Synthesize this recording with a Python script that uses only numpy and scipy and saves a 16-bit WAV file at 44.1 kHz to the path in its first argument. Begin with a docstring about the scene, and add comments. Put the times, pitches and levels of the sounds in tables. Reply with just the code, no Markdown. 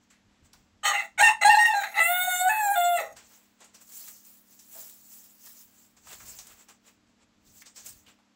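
"""A bantam rooster crows once, two short calls and a long one, from a perch in a small wooden coop. Syrinx
harmonics flip between pitch registers and blur when rough; hoarse air rings the windpipe. Before and after,
gritty bursts make claw scrapes and footfalls, and crackling noise makes dry litter. Below lie tonal hum, a soft
drone, microphone hiss and low noise swelling into thumps: puffs of breath during the crow, handling bumps
later."""
import sys
import numpy as np
from scipy import signal
from scipy.fft import rfft, irfft
from scipy.io import wavfile
from scipy.ndimage import uniform_filter1d

SR = 44100
rng = np.random.default_rng(int(sys.argv[2]) if len(sys.argv) > 2 else 0)


def put_to_file(sound):
    """Save the sound as 16-bit audio at rate SR, in the file named by the first command-line argument."""
    columns = np.atleast_2d(sound).T  # one column per channel
    safe = np.clip(columns, -1, 1)
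    whole_steps = np.round(safe * 32767)
    wavfile.write(sys.argv[1], SR, whole_steps.astype(np.int16))


N = 368235
T = np.arange(N) / SR

# Pitch, one curve per steady vocal register: (time [s], fundamental [Hz])
PITCH_CURVES = [
    [(0.836, 613), (0.872, 615.8), (0.925, 590)],
    [(0.937, 701), (0.979, 685.6), (1.06, 656)],
    [(1.181, 741), (1.199, 722.2), (1.209, 810), (1.216, 816)],
    [(1.228, 912), (1.254, 923.3), (1.278, 901.4)],
    [(1.286, 899.3), (1.32, 926)],
    [(1.415, 677), (1.438, 676.3)],
    [(1.45, 815), (1.485, 843)],
    [(1.497, 905), (1.523, 931), (1.536, 886)],
    [(1.548, 817.5), (1.575, 855)],
    [(1.587, 923.7), (1.603, 935.6), (1.655, 933.5), (1.699, 902), (1.728, 886)],
    [(1.74, 817), (1.79, 802.2), (1.825, 774.7)],
    [(1.837, 820), (1.861, 793.4), (1.885, 677.4), (1.935, 684)],
    [(1.945, 679), (1.971, 644.3), (1.995, 677.8)],
    [(2.003, 659), (2.061, 679.5), (2.111, 712.3), (2.159, 719), (2.259, 733.5), (2.355, 721.3),
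     (2.427, 729.4), (2.453, 735.4), (2.486, 750)],
    [(2.496, 864.4), (2.588, 863), (2.674, 811.6), (2.686, 788), (2.728, 819.5), (2.749, 785)],
    [(2.759, 710), (2.827, 697.4), (2.853, 704), (2.899, 702.3), (2.955, 693.3), (2.979, 668)],
    [(2.987, 661), (3.003, 639), (3.06, 627.3), (3.13, 626)],
]
# Timbre per register: (fundamental [dB], 3rd, 4th and 5th harmonic over the throat colour [dB],
# hoarse air over the overtones [dB], edge over the treble [dB])
REGISTER_TIMBRE = [(-11, -9, -3, 9, 0, -6.5), (-11, 0.5, 4, -9.5, -0.5, -11.5),
                   (-2.5, 6, 0, -1, -9.5, -13.5), (-5.5, 1, -4, -3.5, -20.5, -12),
                   (-6, 10, -3.5, 0.5, -5.5, -10.5), (-8.5, -5, -0.5, -3, -5, 0.5),
                   (-0.5, 0, 5.5, 3.5, -18, -17.5), (-6.5, 0, -7, 1.5, -24, -7),
                   (-3, -3.5, -2.5, 0.5, -19.5, -9), (-9, 0, -0.5, -4, -17, -6),
                   (-2, -4, -16.5, 0, -7, -15.5), (-7, 1.5, -11, -1, 1.5, -9),
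                   (-12, -0.5, 4.5, -6, -2, 2.5), (-3, -2.5, -0.5, 1.5, -19.5, -18.5),
                   (-3.5, 0, -10, -13, -20, -26.5), (-3, -10.5, -3.5, 7, -21.5, -15.5),
                   (-7.5, -8.5, 1, -27, 1, -42)]
# Disorder per register: (roughness of low harmonics [0-1], roughness of upper harmonics [0-1])
REGISTER_ROUGHNESS = [(.2, .85), (.25, .85), (.3, .8), (.04, .55), (.3, .8), (.3, .75), (.015, .5),
                      (.03, .55), (.01, .45), (.01, .45), (.04, .7), (.8, 1), (.4, .9), (.0005, .1),
                      (.02, .28), (.0005, .12), (.85, 1)]
# Levels through the crow: (time [s], fundamental before timbre [dB], overtones [dB], treble [dB],
# sheen [dB], cut of the 2nd harmonic, which lifts the 3rd to 5th in comparison [dB])
CROW_LEVELS = [
    [(0.834, -46, -38, -47, -79, 0), (0.844, -42, -32, -35.5, -62, 1), (0.856, -31, -24, -29.5, -56, 0),
     (0.88, -33, -28.5, -29, -52.5, -0.5), (0.898, -39.5, -29.5, -36, -59, -4.5),
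     (0.922, -33, -28, -40.5, -51, 0), (0.986, -40, -31.5, -46.5, -56, 0.5),
     (0.998, -40, -36.5, -49.5, -53.5, 0), (1.008, -45, -32, -46, -57, 0),
     (1.032, -46.5, -40.5, -58, -59, 0), (1.065, -50, -55, -56, -60.5, 0)],
    [(1.179, -52, -33.5, -49.5, -67.5, 1), (1.193, -29, -23.5, -31, -54.5, 1),
     (1.203, -23, -21, -29, -46, 0), (1.217, -19.5, -24, -23, -42, 0.5), (1.235, -21, -15, -31, -41, -0.5),
     (1.277, -25.5, -16.5, -32.5, -46.5, 1), (1.297, -15.5, -26, -36.5, -50, 0.5),
     (1.32, -26, -34.5, -45, -57.5, 0)],
    [(1.411, -34, -31, -49.5, -62, 0), (1.419, -33, -28.5, -35, -57, 0),
     (1.435, -29.5, -19.5, -34.5, -52, 1.5), (1.451, -14, -24.5, -26.5, -47.5, 0.5),
     (1.475, -14.5, -23.5, -30.5, -44.5, 0), (1.489, -16.5, -21, -35.5, -49, 0),
     (1.515, -17.5, -16.5, -38, -44, 0.5), (1.565, -24, -30, -39.5, -48, 1),
     (1.597, -19.5, -19, -37.5, -48, 0.5), (1.633, -29.5, -19.5, -35, -43, 0),
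     (1.643, -30, -22.5, -41, -62, 0.5), (1.66, -28.5, -16, -36, -44, 1.5)],
    [(1.665, -28, -21.5, -39.5, -40, -1.5), (1.699, -31, -36.5, -49, -53, 0),
     (1.713, -24, -28, -48, -53.5, 3), (1.743, -23.5, -36, -45.5, -54.5, 1),
     (1.773, -24.5, -34.5, -43, -45, 1), (1.795, -29, -34.5, -48.5, -49.5, -1.5),
     (1.827, -38, -31, -42.5, -45, 0), (1.851, -41, -37.5, -53, -54, 0.5),
     (1.897, -50.5, -56.5, -56.5, -58.5, 0), (1.94, -49, -45, -57, -53, 0.5)],
    [(1.945, -48, -39.5, -54.5, -52.5, -0.5), (2.009, -35, -15, -36.5, -41, 0),
     (2.041, -48.5, -23, -33, -35, -0.5), (2.099, -22, -31.5, -39.5, -31.5, -3),
     (2.165, -26.5, -27.5, -44.5, -31.5, 2.5), (2.235, -24, -32.5, -36.5, -31, 8),
     (2.253, -40.5, -31.5, -39.5, -36.5, -0.5), (2.283, -17, -31.5, -38, -38, -6),
     (2.315, -21.5, -30.5, -37, -35, 1.5), (2.379, -42.5, -32.5, -34, -36.5, 12),
     (2.417, -17.5, -36.5, -31.5, -35, 0), (2.461, -12.5, -30, -49, -34, -6),
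     (2.49, -24.5, -27, -29.5, -37, -8)],
    [(2.495, -23.5, -22, -36.5, -39, -0.5), (2.539, -27.5, -21.5, -46.5, -39.5, -6.5),
     (2.671, -21.5, -38.5, -36.5, -37.5, 7.5), (2.691, -22.5, -31.5, -48, -42, -5.5),
     (2.715, -16, -39, -42, -36, -1), (2.751, -34, -31.5, -41.5, -40, -1),
     (2.781, -17, -30, -42, -32.5, -3), (2.791, -19.5, -35.5, -35, -44, -1),
     (2.815, -26.5, -31.5, -46, -33.5, 0.5), (2.857, -20.5, -33.5, -35.5, -46, -3),
     (2.901, -23.5, -35.5, -50, -39, -1.5), (2.961, -23, -36, -41.5, -41, -4),
     (2.97, -30, -40, -35.5, -43, 0)],
    [(2.975, -36, -29, -36, -44, 0), (2.995, -35, -32.5, -56, -44, 0), (3.009, -25, -39.5, -50, -48, -7),
     (3.029, -30, -45, -53, -53, 4), (3.055, -41.5, -53.5, -57, -67, -16), (3.099, -42, -60, -67, -74, -2),
     (3.13, -53, -62, -60, -76, 0)],
]
# Throat colour on the 2nd to 5th harmonics: (frequency [Hz], relative level [dB])
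THROAT_COLOUR = [(1230, -26), (1460, -29.5), (1650, -28.5), (1850, -20), (2000, -13), (2170, -32.5),
                 (2500, -40.5), (2750, -24), (2900, -46), (3100, -32), (3300, -47.5), (3600, -37),
                 (3750, -43), (4100, -33.5), (4600, -48.5)]
# Beak colour on the 6th harmonic and up: (frequency [Hz], relative level [dB])
BEAK_COLOUR = [(3600, 1.5), (4400, -1.5), (4900, -27), (6100, -23.5), (6700, -4), (8000, 1), (9300, -5.5),
               (10200, -12.5), (12000, -5), (15300, 0)]
# Windpipe resonances: (centre [Hz], width of the first of two passes [Hz], relative level [dB])
WINDPIPE_MODES = [(820, 120, 12), (1340, 480, 0.5), (1945, 350, 9), (2590, 190, 0.5), (3320, 750, -33.5),
                  (3755, 1100, -8), (4300, 100, -33.5)]
# Upper tube resonances: (centre [Hz], width of the first of two passes [Hz], relative level [dB])
UPPER_PIPE_MODES = [(5710, 430, -5.5), (6584, 210, 8), (7500, 130, 2.5), (7550, 120, -8), (9100, 710, -35)]
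# Air hissing past the beak: (frequency [Hz], relative density [dB per Hz])
BREATH_COLOUR = [(3500, -29.5), (4600, -7.5), (6000, -7.5), (7900, 1), (10000, -8.5), (15500, -2)]
# Lower tone from the other half of the syrinx: (time [s], frequency [Hz], level [dB rms])
SECOND_TONES = [
    [(1.222, 818, -17), (1.274, 874.5, -32.5), (1.296, 852, -18.5), (1.335, 867, -35.5)],
    [(1.488, 850.4, -17), (1.5, 843, -13), (1.528, 831, -25), (1.548, 847.4, -15.5)],
    [(1.575, 866, -17), (1.595, 842, -23), (1.637, 840, -30), (1.64, 845, -52)],
    [(1.675, 866, -30), (1.701, 857, -24), (1.725, 859.6, -31), (1.745, 877, -24)],
]
# Claw scrapes and pecks: (time [s], level before trim [dB], centre [Hz], 60 dB decay time [s])
CLAW_SCRAPES = [(0.1017, -58, 6200, 0.11), (0.4459, -62, 7600, 0.06), (0.5313, -40, 5350, 0.044),
                (3.1656, -42.5, 8430, 0.044), (3.6037, -47, 7170, 0.054), (3.6426, -44, 7180, 0.077),
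                (3.7448, -42.5, 5840, 0.11), (3.8122, -46.5, 7660, 0.06), (3.969, -38, 7800, 0.062),
                (4.0794, -36, 7730, 0.079), (4.2489, -43, 8100, 0.063), (4.5905, -41.5, 6540, 0.072),
                (4.7498, -40, 7780, 0.062), (4.8948, -37.5, 7890, 0.058), (5.4605, -41, 7500, 0.066),
                (5.9653, -55, 6380, 0.068), (6.0701, -39.5, 1200, 0.054), (6.1294, -37, 7100, 0.072),
                (6.3866, -33.5, 6200, 0.091), (6.4693, -32.5, 7500, 0.025), (6.6852, -42, 6320, 0.075),
                (6.8668, -54, 8020, 0.056), (7.6194, -38, 1860, 0.048), (7.659, -42.5, 4600, 0.065),
                (7.7591, -39, 5870, 0.071), (7.86, -32, 7500, 0.064), (7.889, -36, 7900, 0.096),
                (8.0631, -50, 2950, 0.23)]
# Feet landing on the perch: (time [s], level before trim [dB], centre [Hz], 60 dB decay time [s])
PERCH_STEPS = [(0.103, -41.5, 1920, 0.35), (0.535, -38, 977, 0.11), (3.604, -38, 778, 0.21),
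               (4.077, -37, 1650, 0.17), (4.751, -34, 606, 0.33), (5.467, -35, 1660, 0.074),
               (6.071, -54, 1190, 0.081), (6.202, -29.5, 1200, 0.14), (6.687, -39, 972, 0.12),
               (8.071, -50, 796, 0.17), (8.187, -44, 979, 0.13)]
# Stirs of the litter by feet or wings: (loudest time [s], rise [s], fall [s], level [dB],
# fine hiss relative to it [dB], dull body relative to it [dB])
LITTER_STIRS = [(.034, .03, 0.046, -72, -5, -15), (.106, 0.01, 0.084, -64, -18, -5),
                (.33, 0.11, 0.34, -82.5, -25, 12), (.456, 0.033, 0.049, -65, -4, -5),
                (.535, 0.0085, 0.14, -65, 0, -2), (3.168, 0.011, 0.14, -51, -7, -2),
                (3.33, 0.14, 0.23, -60.5, 6.5, -2), (3.62, 0.035, 0.11, -57, -12, 0.5),
                (3.749, 0.021, 0.078, -55, -6, -3.5), (3.82, 0.032, 0.049, -56.5, 5.5, -5.5),
                (3.98, 0.14, 0.21, -46.5, 9.5, -13), (4.08, 0.11, 0.19, -49.5, 8, -15),
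                (4.27, 0.078, 0.26, -57.5, 12.5, -12.5), (4.529, 0.067, 0.096, -55.5, 6.5, -14),
                (4.597, 0.011, 0.11, -54.5, 5, -18), (4.79, 0.17, 0.31, -49, 11.5, -13),
                (5.13, 0.14, 0.34, -53.5, 10.5, -13), (5.461, 0.12, 0.23, -52.5, 9.5, -13),
                (5.61, .1, .1, -55.5, 10, -10), (5.81, 0.23, 0.17, -62, 7.5, -8.5),
                (5.972, 0.011, .07, -59.5, -5, -8), (6.129, 0.097, 0.089, -47, 3.5, -3.5),
                (6.3, 0.2, 0.23, -48, 6, -10.5), (6.392, .012, .07, -52.5, -11, 0),
                (6.519, 0.14, 0.078, -57.5, 6.5, -0.5), (6.61, 0.076, 0.074, -57.5, 3, -2),
                (6.7, 0.031, .07, -55.5, -3.5, -3), (6.88, 0.058, 0.074, -60, 1.5, 0),
                (7.1, 0.078, 0.044, -75, -10.5, -1), (7.23, 0.057, 0.031, -69, -30, 5),
                (7.48, 0.053, 0.17, -61, 2, -13), (7.58, 0.11, 0.048, -56.5, 5.5, -12),
                (7.62, 0.04, 0.02, -50.5, 0.5, -20), (7.667, 0.017, .06, -47, -14, -9),
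                (7.775, 0.029, .1, -46, -4, -12.5), (7.869, 0.041, 0.098, -44.5, 4.5, -12),
                (7.97, .06, 0.1, -62, 6.5, -10), (8.09, .045, 0.077, -63.5, -4, 5.5)]
# Stalks through the microphone port: (frequency [Hz], relative gain [dB])
STALK_COLOUR = [(2000, -13.5), (4000, -2), (6000, 5.5), (7700, 11.5), (8600, 1.5), (10000, -29),
                (12000, -50)]
# Fine litter hiss: (frequency [Hz], relative density [dB per Hz])
FINE_COLOUR = [(7000, -27.5), (9000, -6), (11000, -4), (14000, -0.5), (15600, 7.5)]
# Steady hum lines: (frequency [Hz], mean level [dB rms])
HUM_LINES = [(100, -86.5), (199.7, -73.5), (237.5, -75), (301, -79)]
# Low thumps, puffs of breath during the crow, handling bumps later: (start [s], length [s],
# level [dB], upper body relative to it [dB])
LOW_THUMPS = [(0.24, 0.057, -64, -13), (0.417, 0.038, -63, -16), (0.505, 0.156, -65, -9),
              (0.73, 0.077, -63, -18), (1.098, 0.062, -78, -9), (1.176, 0.12, -53.5, -4),
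              (1.448, 0.076, -47.5, -5.5), (1.948, 0.11, -72, -11), (2.084, 0.062, -78, -7),
              (2.227, 0.036, -66, -11), (2.287, 0.27, -66, -9), (2.75, 0.051, -73, -9),
              (3.059, 0.188, -67, -7), (5.631, 0.037, -71, -11), (6.061, 0.4, -63.5, -6),
              (6.502, 0.081, -71, -12), (7.46, 0.039, -66, -9), (7.531, 0.056, -71, -17),
              (7.822, 0.035, -70.5, -10.5), (7.88, 0.12, -62, -20), (8.042, 0.051, -70, -11)]
# Microphone hiss: (frequency [Hz], relative density [dB per Hz])
HISS_COLOUR = [(150, -34.5), (200, -12), (400, -10), (815, -10.5), (2700, -15.5), (6000, -19.5),
               (7800, -20.5), (8500, -35.5), (12500, -34.5), (13200, -40.5), (15800, -54)]

FLIP_S = .006  # fade on each side of a register flip
SWAY_DB = 0.5  # drift of the 2nd to 5th harmonics
BREATH_DB, RASP_DB = -12.5, 14  # breath over the treble; extra when fully rough
THROAT_CUT_HZ = 290
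COOP_T60_S, COOP_DB, COOP_DULL_HZ = 0.19, -7.5, 9500
EDGE_DB, ROUND = -21, 1.2  # dome level after its rise or fall time; power of its shape
HISS_DB, RUMBLE_DB = -71, -81
THUMP_RISE_S, THUMP_FALL_S = 0.017, 0.047  # added to half the thump length
DRONE_HZ, DRONE_WIDTH_HZ, DRONE_DB = 270, 61, -81
LOPSIDED, TOP_HZ = 0.036, 15750


def crow():
    """Syrinx harmonics coloured by throat and beak, plus turbulent air in the windpipe."""
    span = slice(int(.8 * SR), int(3.2 * SR))
    t = T[span]
    size = len(t)
    control, voiced = registers(t)
    hz, first_db, *upper_db, air_db, edge_db, rough_low, rough_top = control
    s, *levels = np.transpose(sum(CROW_LEVELS, []))
    base_db, over_db, treble_db, sheen_db, lift_db = (np.interp(t, s, column) for column in levels)

    jitter = 0.0015 * walk(40, size) + 0.0015 * walk(290, size)
    phase = 2 * np.pi * np.cumsum(hz * (1 + jitter)) / SR
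    over, over_power = np.zeros(size), np.zeros(size)
    groups, power = np.zeros((3, size)), np.full((3, size), 1e-9)
    for k in range(1, 25):
        line = harmonic(k, phase, rough_low, rough_top)
        if k == 1:
            first = line * undb(base_db + first_db)
        elif k <= 5:
            shift_db = [-lift_db, *upper_db][k - 2]
            gain = undb(on_log(k * hz, THROAT_COLOUR) + shift_db + SWAY_DB * walk(7.5, size))
            over += line * gain
            over_power += gain ** 2
        else:
            # each upper harmonic swells and fades on its own, as reflections in the coop would make it
            gain = undb(on_log(k * hz, BEAK_COLOUR) + 5.0 * walk(9, size))
            # sort into edge, treble and sheen by frequency
            gain = gain * (np.digitize(k * hz, [6100, 9600, 16500]) == np.arange(3)[:, None])
            groups += line * gain
            power += gain ** 2
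    groups /= np.sqrt(uniform_filter1d(power, int(.03 * SR), axis=1))
    edge, treble, sheen = groups

    gust = rng.standard_normal(size) * undb(2.7 * walk(190, size))
    # a rough voice drives the upper tube modes with noise rather than lines
    hoarse = rough_top ** 3
    treble = np.sqrt(1 - hoarse) * treble + np.sqrt(hoarse) * pipe(gust, UPPER_PIPE_MODES)
    top = undb(treble_db) * (undb(edge_db) * edge + treble) + undb(sheen_db) * sheen
    breath_db = treble_db + BREATH_DB + RASP_DB * hoarse ** 2
    breath = undb(breath_db) * colour(gust, BREATH_COLOUR)
    air = undb(air_db) * pipe(gust, WINDPIPE_MODES)
    voice = first + undb(over_db) * (over / np.sqrt(over_power) + air) + top + breath
    voice *= np.sin(np.pi / 2 * voiced) ** 2
    # a small throat radiates no bass
    throat_cut = signal.butter(4, THROAT_CUT_HZ, "highpass", fs=SR, output="sos")
    out = np.zeros(N)
    out[span] = signal.sosfilt(throat_cut, voice)
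    return out


def registers(t):
    """Pitch, timbre and roughness jump with each register; the voice fades around each flip."""
    control, voiced = np.ones((9, len(t))), np.zeros(len(t))
    for curve, timbre, rough in zip(PITCH_CURVES, REGISTER_TIMBRE, REGISTER_ROUGHNESS):
        s, pitch = np.transpose(curve)
        edge = np.minimum(t - s[0], s[-1] - t) / FLIP_S + 1
        inside = edge > 0
        control[0, inside] = np.interp(t[inside], s, pitch)
        control[1:, inside] = np.array(timbre + rough)[:, None]
        voiced = np.maximum(voiced, np.clip(edge, 0, 1))
    return control, voiced


def harmonic(k, phase, rough_low, rough_top):
    """One harmonic; cycle-to-cycle disorder widens its line, the higher ones more."""
    size = len(phase)
    share = rough_low + (rough_top - rough_low) * min((k - 1) / 8, 1) ** 2
    share = np.minimum(share * max(k / 10, 1), 1)
    rate = 330 + 30 * k
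    smear = (walk(rate, size) + 1j * walk(rate, size)) / np.sqrt(2)
    wobble = np.sqrt(1 - share) + np.sqrt(share) * smear
    return np.sqrt(2) * np.real(wobble * np.exp(1j * (k * phase + k * k)))


def pipe(x, modes):
    """Turbulence ringing in tube resonances, rms 1."""
    return unit(sum(undb(db) * ring(ring(x, f, w), f, 0.46 * w) for f, w, db in modes))


def second_tone():
    """The other half of the syrinx: a lower plain tone that beats with the high register."""
    out = np.zeros(N)
    for table in SECOND_TONES:
        s, hz, db = np.transpose(table)
        edge = np.minimum(T - s[0], s[-1] - T) / FLIP_S + 1
        inside = edge > 0
        t = T[inside]
        tone = np.sqrt(2) * np.sin(2 * np.pi * np.cumsum(np.interp(t, s, hz)) / SR)
        out[inside] += tone * undb(np.interp(t, s, db)) * np.clip(edge[inside], 0, 1)
    return out


def claws():
    """Claws scrape and peck: narrowly coloured grit with plenty of broad crack."""
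    return bursts(CLAW_SCRAPES, .25, .5, -9)


def footfalls():
    """Feet land on the perch: broadly coloured grit with a little crack."""
    return bursts(PERCH_STEPS, 0.57, 0.079, -20.0)


def bursts(events, width, crack, gain_db):
    """Short decaying grit, each burst ringing at its own centre over a broad crack."""
    out, t = np.zeros(N + SR), T[:int(.3 * SR)]
    rise = 1 - np.exp(-t / .001)
    # the first touch is a sharper tick than the slide that follows
    tick = 1 + 0.55 * np.exp(-t / 0.0012)
    for s, db, hz, t60 in events:
        grit = rng.standard_normal(len(t))
        burst = (unit(ring(grit, hz, width * hz)) + crack * grit) * tick
        at = int(s * SR)
        out[at:at + len(t)] += undb(db + gain_db) * burst * rise * undb(-60 * t / max(t60, .01))
    return out[:N]


def coop(x):
    """Close plank walls: a dense, dulled noise tail that dies quickly."""
    t = T[:int(.5 * SR)]
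    tail = rng.standard_normal(len(t)) * undb(-60 * t / COOP_T60_S) * (t > .004)
    tail = signal.lfilter(*signal.butter(1, COOP_DULL_HZ, fs=SR), tail)
    tail /= np.sqrt(np.sum(tail ** 2))
    return x + undb(COOP_DB) * signal.fftconvolve(x, tail)[:N]


def litter():
    """Dense crackle of dry stalks; small slides flicker separately in nine patches of colour."""
    power = np.zeros((3, N))
    for s, rise, fall, db, fine_db, dull_db in LITTER_STIRS:
        power += np.outer(undb([db, db + fine_db, db + dull_db]), dome(s, rise, fall)) ** 2
    slides = np.zeros(N)
    for hz in 2500 * 1.2 ** np.arange(9):
        slides += band(hz / 1.1, hz * 1.1) * np.sqrt(hz) * undb(3.0 * walk(35))
    stalks = colour(slides, STALK_COLOUR)
    fine = colour(rng.standard_normal(N) * undb(1.2 * walk(260)), FINE_COLOUR)
    dull = band(350, 3500) * undb(1.5 * walk(30))
    return undb(0.57 * walk(40)) * np.sum(np.sqrt(power) * [stalks, fine, dull], axis=0)


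def dome(at, rise, fall):
    """Swell to 1 at a moment and die away after it."""
    distance = np.abs((T - at) / np.where(T < at, rise, fall))
    return undb(np.maximum(EDGE_DB * distance ** ROUND, -120))


def rumble():
    """Low noise and its upper body: a wandering bed with a swell for each thump."""
    level = undb(RUMBLE_DB + 2.5 * walk(2.5)) * np.ones((2, 1))
    for s, length, db, upper_db in LOW_THUMPS:
        half = length / 2
        swell = dome(s + half, half + THUMP_RISE_S, half + THUMP_FALL_S)
        level += np.outer(undb([db, db + upper_db]), swell)
    return np.sum(level * [band(30, 110), band(120, 300)], axis=0) * undb(1.3 * walk(12))


def hum():
    """Faint sine lines at fixed pitches, each wavering slightly in level."""
    out = np.zeros(N)
    for hz, db in HUM_LINES:
        out += np.sqrt(2) * undb(db + 0.8 * walk(8.9)) * np.sin(2 * np.pi * hz * T)
    return out


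def drone():
    """Noise through two equal resonances: a soft low tone."""
    once = ring(rng.standard_normal(N), DRONE_HZ, DRONE_WIDTH_HZ)
    return undb(DRONE_DB) * unit(ring(once, DRONE_HZ, DRONE_WIDTH_HZ))


def hiss():
    """Steady coloured noise of the microphone."""
    return colour(rng.standard_normal(N), HISS_COLOUR) * undb(HISS_DB)


def undb(db):
    """Decibels to amplitude."""
    return 10 ** (np.asarray(db) / 20)


def unit(x):
    """Scale to rms 1."""
    return x / np.sqrt(np.mean(np.abs(x) ** 2))


def ring(x, hz, width):
    """Resonance with gain 1 at its centre."""
    return signal.lfilter(*signal.iirpeak(min(hz, .45 * SR), hz / width, fs=SR), x)


def band(lo_hz, hi_hz, size=N):
    """Noise between two edges, rms 1."""
    sos = signal.butter(2, [lo_hz, hi_hz], "bandpass", fs=SR, output="sos")
    return unit(signal.sosfilt(sos, rng.standard_normal(size)))


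def walk(rate, size=N):
    """Smooth random wander, spread 1; a higher rate [Hz] wanders faster."""
    k = int(SR / rate)
    return unit(uniform_filter1d(uniform_filter1d(rng.standard_normal(size), k), k))


def on_log(hz, points):
    """Read a spectrum table on a log-frequency axis."""
    at, db = np.transpose(points)
    return np.interp(np.log(hz), np.log(at), db)


def colour(x, points):
    """Shape a sound by a spectrum table, rms 1."""
    hz = np.maximum(np.arange(len(x) // 2 + 1) * SR / len(x), 1)
    return unit(irfft(rfft(x) * undb(on_log(hz, points)), len(x)))


def scene():
    """Voice and feet sound inside the coop; litter and background are added without its tail."""
    inside = coop(crow() + second_tone() + claws() + footfalls())
    return (inside + litter() + rumble() + hum() + drone() + hiss())[None]


def record(dry):
    """A slightly lopsided capsule turns loud beating tones into low flutter; the top is cut steeply."""
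    bent = dry + LOPSIDED * dry ** 2
    bent = signal.sosfilt(signal.butter(1, 25, "highpass", fs=SR, output="sos"), bent)
    return signal.sosfilt(signal.ellip(16, .3, 90, TOP_HZ, fs=SR, output="sos"), bent)


dry = scene()
out = record(dry)
put_to_file(out)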